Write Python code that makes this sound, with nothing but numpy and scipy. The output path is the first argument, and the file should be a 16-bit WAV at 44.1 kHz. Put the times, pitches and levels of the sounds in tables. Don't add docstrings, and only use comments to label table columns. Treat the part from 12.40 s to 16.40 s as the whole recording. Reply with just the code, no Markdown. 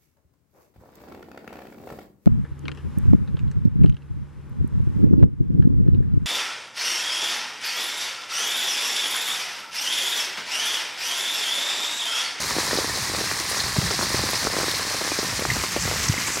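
import sys
import numpy as np
from scipy import signal
from scipy.fft import rfft, irfft
from scipy.io import wavfile

SR = 44100
rng = np.random.default_rng(int(sys.argv[2]) if len(sys.argv) > 2 else 0)


def wav_record(signal):
    frames = np.transpose(np.atleast_2d(signal))
    bounded = np.clip(frames, -1, 1)
    quanta = np.round(bounded * 32767).astype(np.int16)
    wavfile.write(sys.argv[1], SR, quanta)


N = 176400
T = np.arange(N) / SR
DURATION_S = N / SR


def undb(db):
    return 10 ** (np.asarray(db) / 20)


def unit(x):
    return x / np.sqrt(np.mean(x ** 2))


def curve(rows):
    return np.interp(T, *np.array(rows).T)


def add(out, at, x):
    i = int(np.clip(at * SR, 0, N - 1))
    out[i:i + len(x)] += x[:N - i]


def scatter(per_s):
    return rng.random((int(per_s * DURATION_S), 3)) * [DURATION_S, 1, 1]


def wander(hz):
    return unit(np.interp(T * hz, np.arange(4000), rng.standard_normal(4000)))


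def colour(x, points):
    hz, db = np.array(points).T
    f = np.arange(N // 2 + 1) * SR / N + 1
    gain = undb(np.interp(np.log(f), np.log(hz), db))
    cepstrum = irfft(np.log(gain), N)
    cepstrum[1:N // 2] *= 2
    cepstrum[N // 2 + 1:] = 0
    return irfft(rfft(x) * np.exp(rfft(cepstrum)), N)


def band(x, hz, width):
    f = np.arange(N // 2 + 1) * SR / N + 1
    return unit(irfft(rfft(x) * np.exp(-2 * (np.log(f / hz) / width) ** 2), N))


def fizz(classes=16, decay_cycles=3.44, rise_per_cycle=0.0056):
    out = np.zeros(N)
    edges_hz = np.geomspace(700, 15500, classes + 1)
    for low, high in zip(edges_hz, edges_hz[1:]):
        t = T[:int(5 * decay_cycles / low * SR)]
        swarm = np.zeros(N)
        for at, size, pitch in scatter(per_s=312.5 * np.sqrt(low / 4000)):
            cycles = (low + (high - low) * pitch) * t
            db = 5 * min(-np.log(size), 3)
            ring = np.sin(2 * np.pi * cycles * (1 + rise_per_cycle * cycles))
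            add(swarm, at, undb(db) * np.exp(-cycles / decay_cycles) * ring)
        out += unit(swarm) * np.sqrt(high - low)
    return unit(out)


def droplets(per_s=4500, spread_db=4.5):
    lands = rng.random(N) < per_s / SR
    strength = undb(spread_db * np.minimum(rng.standard_normal(N), 2))
    return unit(lands * strength * rng.choice([-1, 1], N))


def splash(step_start_s=2.57, step_end_s=3.6):
    # t/s, level/dB
    flow = [(0, -27), (.3, -25.5), (.47, -27.5), (.58, -26), (.72, -27), (.85, -27), (1.0, -27.5),
            (1.2, -26.5), (1.45, -27.5), (1.65, -26.5), (2, -26), (2.11, -28), (2.2, -26), (2.35, -26.5),
            (2.4, -27), (2.8, -27), (3.05, -28), (3.24, -25.5), (3.31, -27.5), (3.42, -27.5), (3.66, -26),
            (3.74, -28), (3.9, -26), (4, -28.5)]
    # f/Hz, gain/dB
    front_colour = [(100, -17), (250, -5), (500, -8), (730, -8.5), (1060, -1), (1430, -5), (1850, 0),
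                    (2150, -3), (2500, -6), (2900, -9.5), (3500, -7), (4170, -0.9), (4650, -2),
                    (5100, -1.4), (6200, -4.5), (7600, -9), (8700, -9), (11000, -15.5), (15500, -23)]
    # f/Hz, gain/dB
    side_colour = [(100, -4), (250, -2.5), (550, -8.5), (750, -9.5), (1020, -2.5), (1500, -3.5), (2050, 0),
                   (2500, -3), (3400, -7), (4200, -4.5), (5200, -2), (6800, -4), (8000, -7), (9500, -15),
                   (11500, -14.5), (15500, -23)]
    water = fizz() + undb(1) * droplets() + undb(1.5) * rng.standard_normal(N)
    water *= undb(0.72 * wander(hz=44.85))
    front = unit(colour(water, front_colour))
    side = unit(colour(water, side_colour))
    aside = np.clip((T - step_start_s) / (step_end_s - step_start_s), 0, 1)
    return undb(curve(flow)) * ((1 - aside) * front + aside * side)


def mist(level_db=-52.5, flicker_db=6):
    puffs = undb(level_db + flicker_db * wander(hz=55))
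    return puffs * band(rng.standard_normal(N), hz=10100, width=0.54)


def slap(hz, contact_ms, damping, lead_s):
    omega = 2 * np.pi * np.fft.rfftfreq(1024, 1 / SR)
    s, resonance = 1j * omega, 2 * np.pi * hz
    push = np.exp(-.5 * (omega * contact_ms / 1000) ** 2 - s * lead_s)
    swing = s ** 2 / (s ** 2 + damping * resonance * s + resonance ** 2)
    hit = irfft(push * swing)
    return hit / np.abs(hit).max()


def slaps(lead_s=0.002013, spatter_s=0.0026, slosh_s=0.0039):
    # t/s, peak/dB, f/Hz, contact/ms, damping (bandwidth over f)
    lumps = [(0.1083, -12.5, 1150, 0.13, 0.74), (0.166, -16, 243, 0.28, 0.99),
             (0.1848, -12.5, 333, 0.15, 0.31), (0.3312, -13.5, 388, 0.42, 0.78),
             (0.3549, -18.5, 330, 0.66, 1.7), (0.3741, -16, 328, 0.17, 0.53), (0.3872, -11, 330, 0.35, 1.8),
             (0.4451, -13.5, 280, 0.12, 0.47), (0.7481, -15.5, 390, 0.11, 0.39),
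             (0.8105, -18, 390, 0.45, 0.72), (0.815, -20.5, 390, 0.16, 0.45),
             (0.9145, -12.5, 280, 0.084, 2.5), (1.3657, -13, 240, 0.11, 0.41),
             (1.4159, -15, 330, 0.083, 0.8), (1.5086, -10.5, 327, 0.065, 0.39),
             (1.5129, -19, 330, 0.086, 0.45), (1.5918, -11.5, 200, 0.13, 0.48),
             (1.6118, -11, 1150, 0.13, 0.45), (1.6284, -12.5, 170, 0.12, 1.5),
             (1.7448, -13.5, 240, 0.44, 1.7), (1.7471, -18, 550, 0.06, 1.1),
             (1.7934, -19.5, 390, 0.17, 0.38), (1.8385, -17, 240, 0.31, 0.58),
             (1.8898, -13, 280, 0.11, 1.1), (1.9333, -16, 280, 0.15, 0.73), (2.0504, -18, 280, 0.49, 1.2),
             (2.0707, -11.5, 278, 0.15, 0.6), (2.1371, -17, 330, 0.11, 0.45), (2.1672, -15, 280, 0.19, 0.8),
             (2.1871, -15, 705, 0.57, 0.53), (2.2016, -12.0, 330, 0.1, 1.5),
             (2.2114, -15.5, 1150, 0.2, 1.5), (2.2321, -12, 327, 0.11, 0.45),
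             (2.2421, -18, 328, 0.13, 0.37), (2.282, -16.0, 330, 0.17, 0.38), (2.6152, -15, 240, 0.17, 1.1),
             (2.6488, -16.5, 240, 0.1, 0.4), (2.6771, -18.5, 280, 0.18, 1.7),
             (2.7188, -15, 278, 0.15, 0.35), (2.7896, -12.5, 390, 0.37, 1.5), (2.83, -16, 285, 0.15, 0.5),
             (2.9936, -15, 197, 0.15, 0.45), (3.022, -18.5, 550, 0.52, 1.5), (3.0524, -9, 550, 0.12, 1.5),
             (3.1668, -16, 170, 0.17, 0.59), (3.2382, -13.5, 330, 0.12, 0.6),
             (3.364, -14.0, 280, 0.27, 0.51), (3.3684, -25, 390, 0.12, 0.5),
             (3.4541, -18.0, 240, 0.17, 0.51), (3.4776, -18.5, 280, 0.24, 1.5),
             (3.5138, -14, 170, 0.18, 1.3), (3.782, -21.5, 240, 0.77, 1.1), (3.9715, -19, 280, 0.15, 0.65),
             (3.979, -22, 330, 0.3, 0.6)]
    hits, spatter, slosh = np.zeros((3, N))
    t = T[:2048]
    for at, db, hz, contact_ms, damping in lumps:
        add(hits, at - lead_s, undb(db) * slap(hz, contact_ms, damping, lead_s))
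        add(spatter, at, undb(db - 12.5) * np.exp(-t / spatter_s))
        add(slosh, at, undb(db - 20.5) * t / slosh_s * np.exp(1 - t / slosh_s))
    for at, size, pitch in scatter(per_s=55):
        patter = slap(hz=190 * 4 ** pitch, contact_ms=0.15, damping=0.56, lead_s=lead_s)
        add(hits, at, undb(-31 + 10 * size) * patter)
    slosh *= band(rng.standard_normal(N), hz=386, width=1.0)
    spatter *= band(rng.standard_normal(N), hz=1300, width=0.99)
    return hits + slosh + spatter


def tick(hz, decay_cycles=0.72):
    cycles = hz * T[:128]
    return np.exp(-cycles / decay_cycles) * np.cos(2 * np.pi * cycles)


def rain(centre_hz=5200):
    # t/s, peak/dB, f/Hz
    close_drops = [(0.215, -18, 6200), (0.503, -14, 5000), (1, -6, 4500), (1.1207, -12, 4800),
                   (1.2048, -13, 4000), (1.8163, -15, 8400), (2.0439, -9, 5700), (2.315, -8, 4000),
                   (3.1062, -12, 2750), (3.167, -23, 2100), (3.6385, -13, 5500)]
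    out = np.zeros(N)
    for at, db, hz in close_drops:
        add(out, at, undb(db) * tick(hz))
    for at, size, pitch in scatter(per_s=90):
        add(out, at, undb(-17 - 17 * size) * tick(centre_hz * 2 ** (pitch - .5)))
    return out


def plink(hz, decay_cycles, swell_cycles=2.5):
    cycles = hz * T[:SR // 20]
    swell = 1 - np.exp(-(cycles / swell_cycles) ** 2)
    ring = swell * np.exp(-cycles / decay_cycles) * np.sin(2 * np.pi * cycles)
    return ring / ring.max()


def bubbles(low_hz=1516, high_hz=5890):
    # t/s, peak/dB, f/Hz
    large_bubbles = [(.375, -17, 4140), (1.1975, -18, 4270), (1.203, -14, 4120), (1.207, -20, 4170),
                     (1.509, -29.5, 393), (3.365, -25, 566), (1.956, -16, 4970), (3.1012, -12, 1980),
                     (3.108, -20, 1880), (3.117, -21, 2100), (3.724, -24, 2870), (3.741, -22, 2060),
                     (3.778, -18, 2100), (3.871, -22, 2300)]
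    out = np.zeros(N)
    for at, db, hz in large_bubbles:
        add(out, at, undb(db) * plink(hz, decay_cycles=4.5))
    for at, size, pitch in scatter(per_s=70):
        hz = low_hz * (high_hz / low_hz) ** pitch
        add(out, at, undb(-33.5 - 10 * size) * plink(hz, decay_cycles=17.5))
    return out


def sprays():
    # t/s, level/dB, centre f/Hz, half-length/s
    bursts = [(.376, -31, 4800, .022), (0.556, -27.5, 4800, 0.0092), (1.104, -32, 9500, .012),
              (1.176, -26, 5600, .011), (1.204, -27, 4330, 0.009), (1.247, -32, 4600, 0.018),
              (1.516, -29, 4800, 0.011), (1.546, -29.5, 4800, 0.013), (1.603, -32, 6500, 0.018),
              (1.638, -30, 4670, 0.02), (1.85, -29.5, 4800, .02), (1.966, -29, 5000, .012),
              (2.306, -30.5, 4380, .02), (2.353, -27.5, 4420, 0.0069), (2.796, -28.5, 5030, 0.018),
              (2.966, -29.5, 5430, .014), (3.425, -30.5, 6160, 0.036), (3.636, -31, 6500, 0.013),
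              (3.686, -22, 5800, 0.0044), (3.878, -30, 7100, 0.014), (3.94, -31.5, 6800, 0.037)]
    drops = droplets() + rng.standard_normal(N)
    out = np.zeros(N)
    for at, db, hz, half_s in bursts:
        swell = np.exp(-((T - at) / half_s) ** 2)
        out += undb(db) * swell * band(drops, hz, width=0.45)
    return out


def breeze(sag_per_s=15, octave_db=-13.5):
    # t/s, level/dB
    gusts = [(0, -42.5), (.5, -40.5), (.63, -44), (.72, -39), (.8, -39.5), (.92, -40.5), (1.15, -45),
             (1.24, -35.5), (1.34, -38), (1.39, -32), (1.46, -28.5), (1.52, -39.5), (1.68, -38),
             (1.78, -30.5), (1.9, -40.5), (2.1, -38.5), (2.67, -47.5), (2.85, -38.5), (2.93, -39),
             (3.04, -40), (3.12, -29.5), (3.27, -42), (3.4, -34.5), (3.48, -30), (3.62, -36), (3.71, -33),
             (3.78, -39.5), (4, -46)]
    # f/Hz, gain/dB
    rumble_colour = [(25, -29), (35, -31), (48, -8), (65, -1), (125, -1), (200, -7), (350, -37), (900, -38)]
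    # t/s, level/dB, f/Hz, half-length/s
    buffets = [(.625, -29.5, 111, 0.015), (1.387, -9, 134, 0.0043), (1.44, -21, 108, 0.014),
               (2.93, -33, 105, 0.018), (3.46, -25, 120, 0.01), (3.699, -9, 121, 0.0049)]
    out = undb(curve(gusts)) * unit(colour(rng.standard_normal(N), rumble_colour))
    for at, db, hz, half_s in buffets:
        t = T - at
        swell = np.exp(-np.abs(t / half_s) ** 1.2)
        phase = 2 * np.pi * hz * t * (1 - sag_per_s * t / 2)
        octave = undb(octave_db) * swell * np.sin(2 * phase)
        out += undb(db) * swell * (np.sin(phase) + octave)
    return out


def scene():
    mono = splash() + mist() + slaps() + rain() + bubbles() + sprays() + breeze()
    return np.array([mono, mono])


def record(dry):
    low_cut = signal.butter(4, 38, "high", fs=SR, output="sos")
    high_cut = signal.ellip(10, .1, 90, 15800, fs=SR, output="sos")
    return signal.sosfilt(high_cut, signal.sosfilt(low_cut, dry))


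dry = scene()
out = record(dry)
wav_record(out)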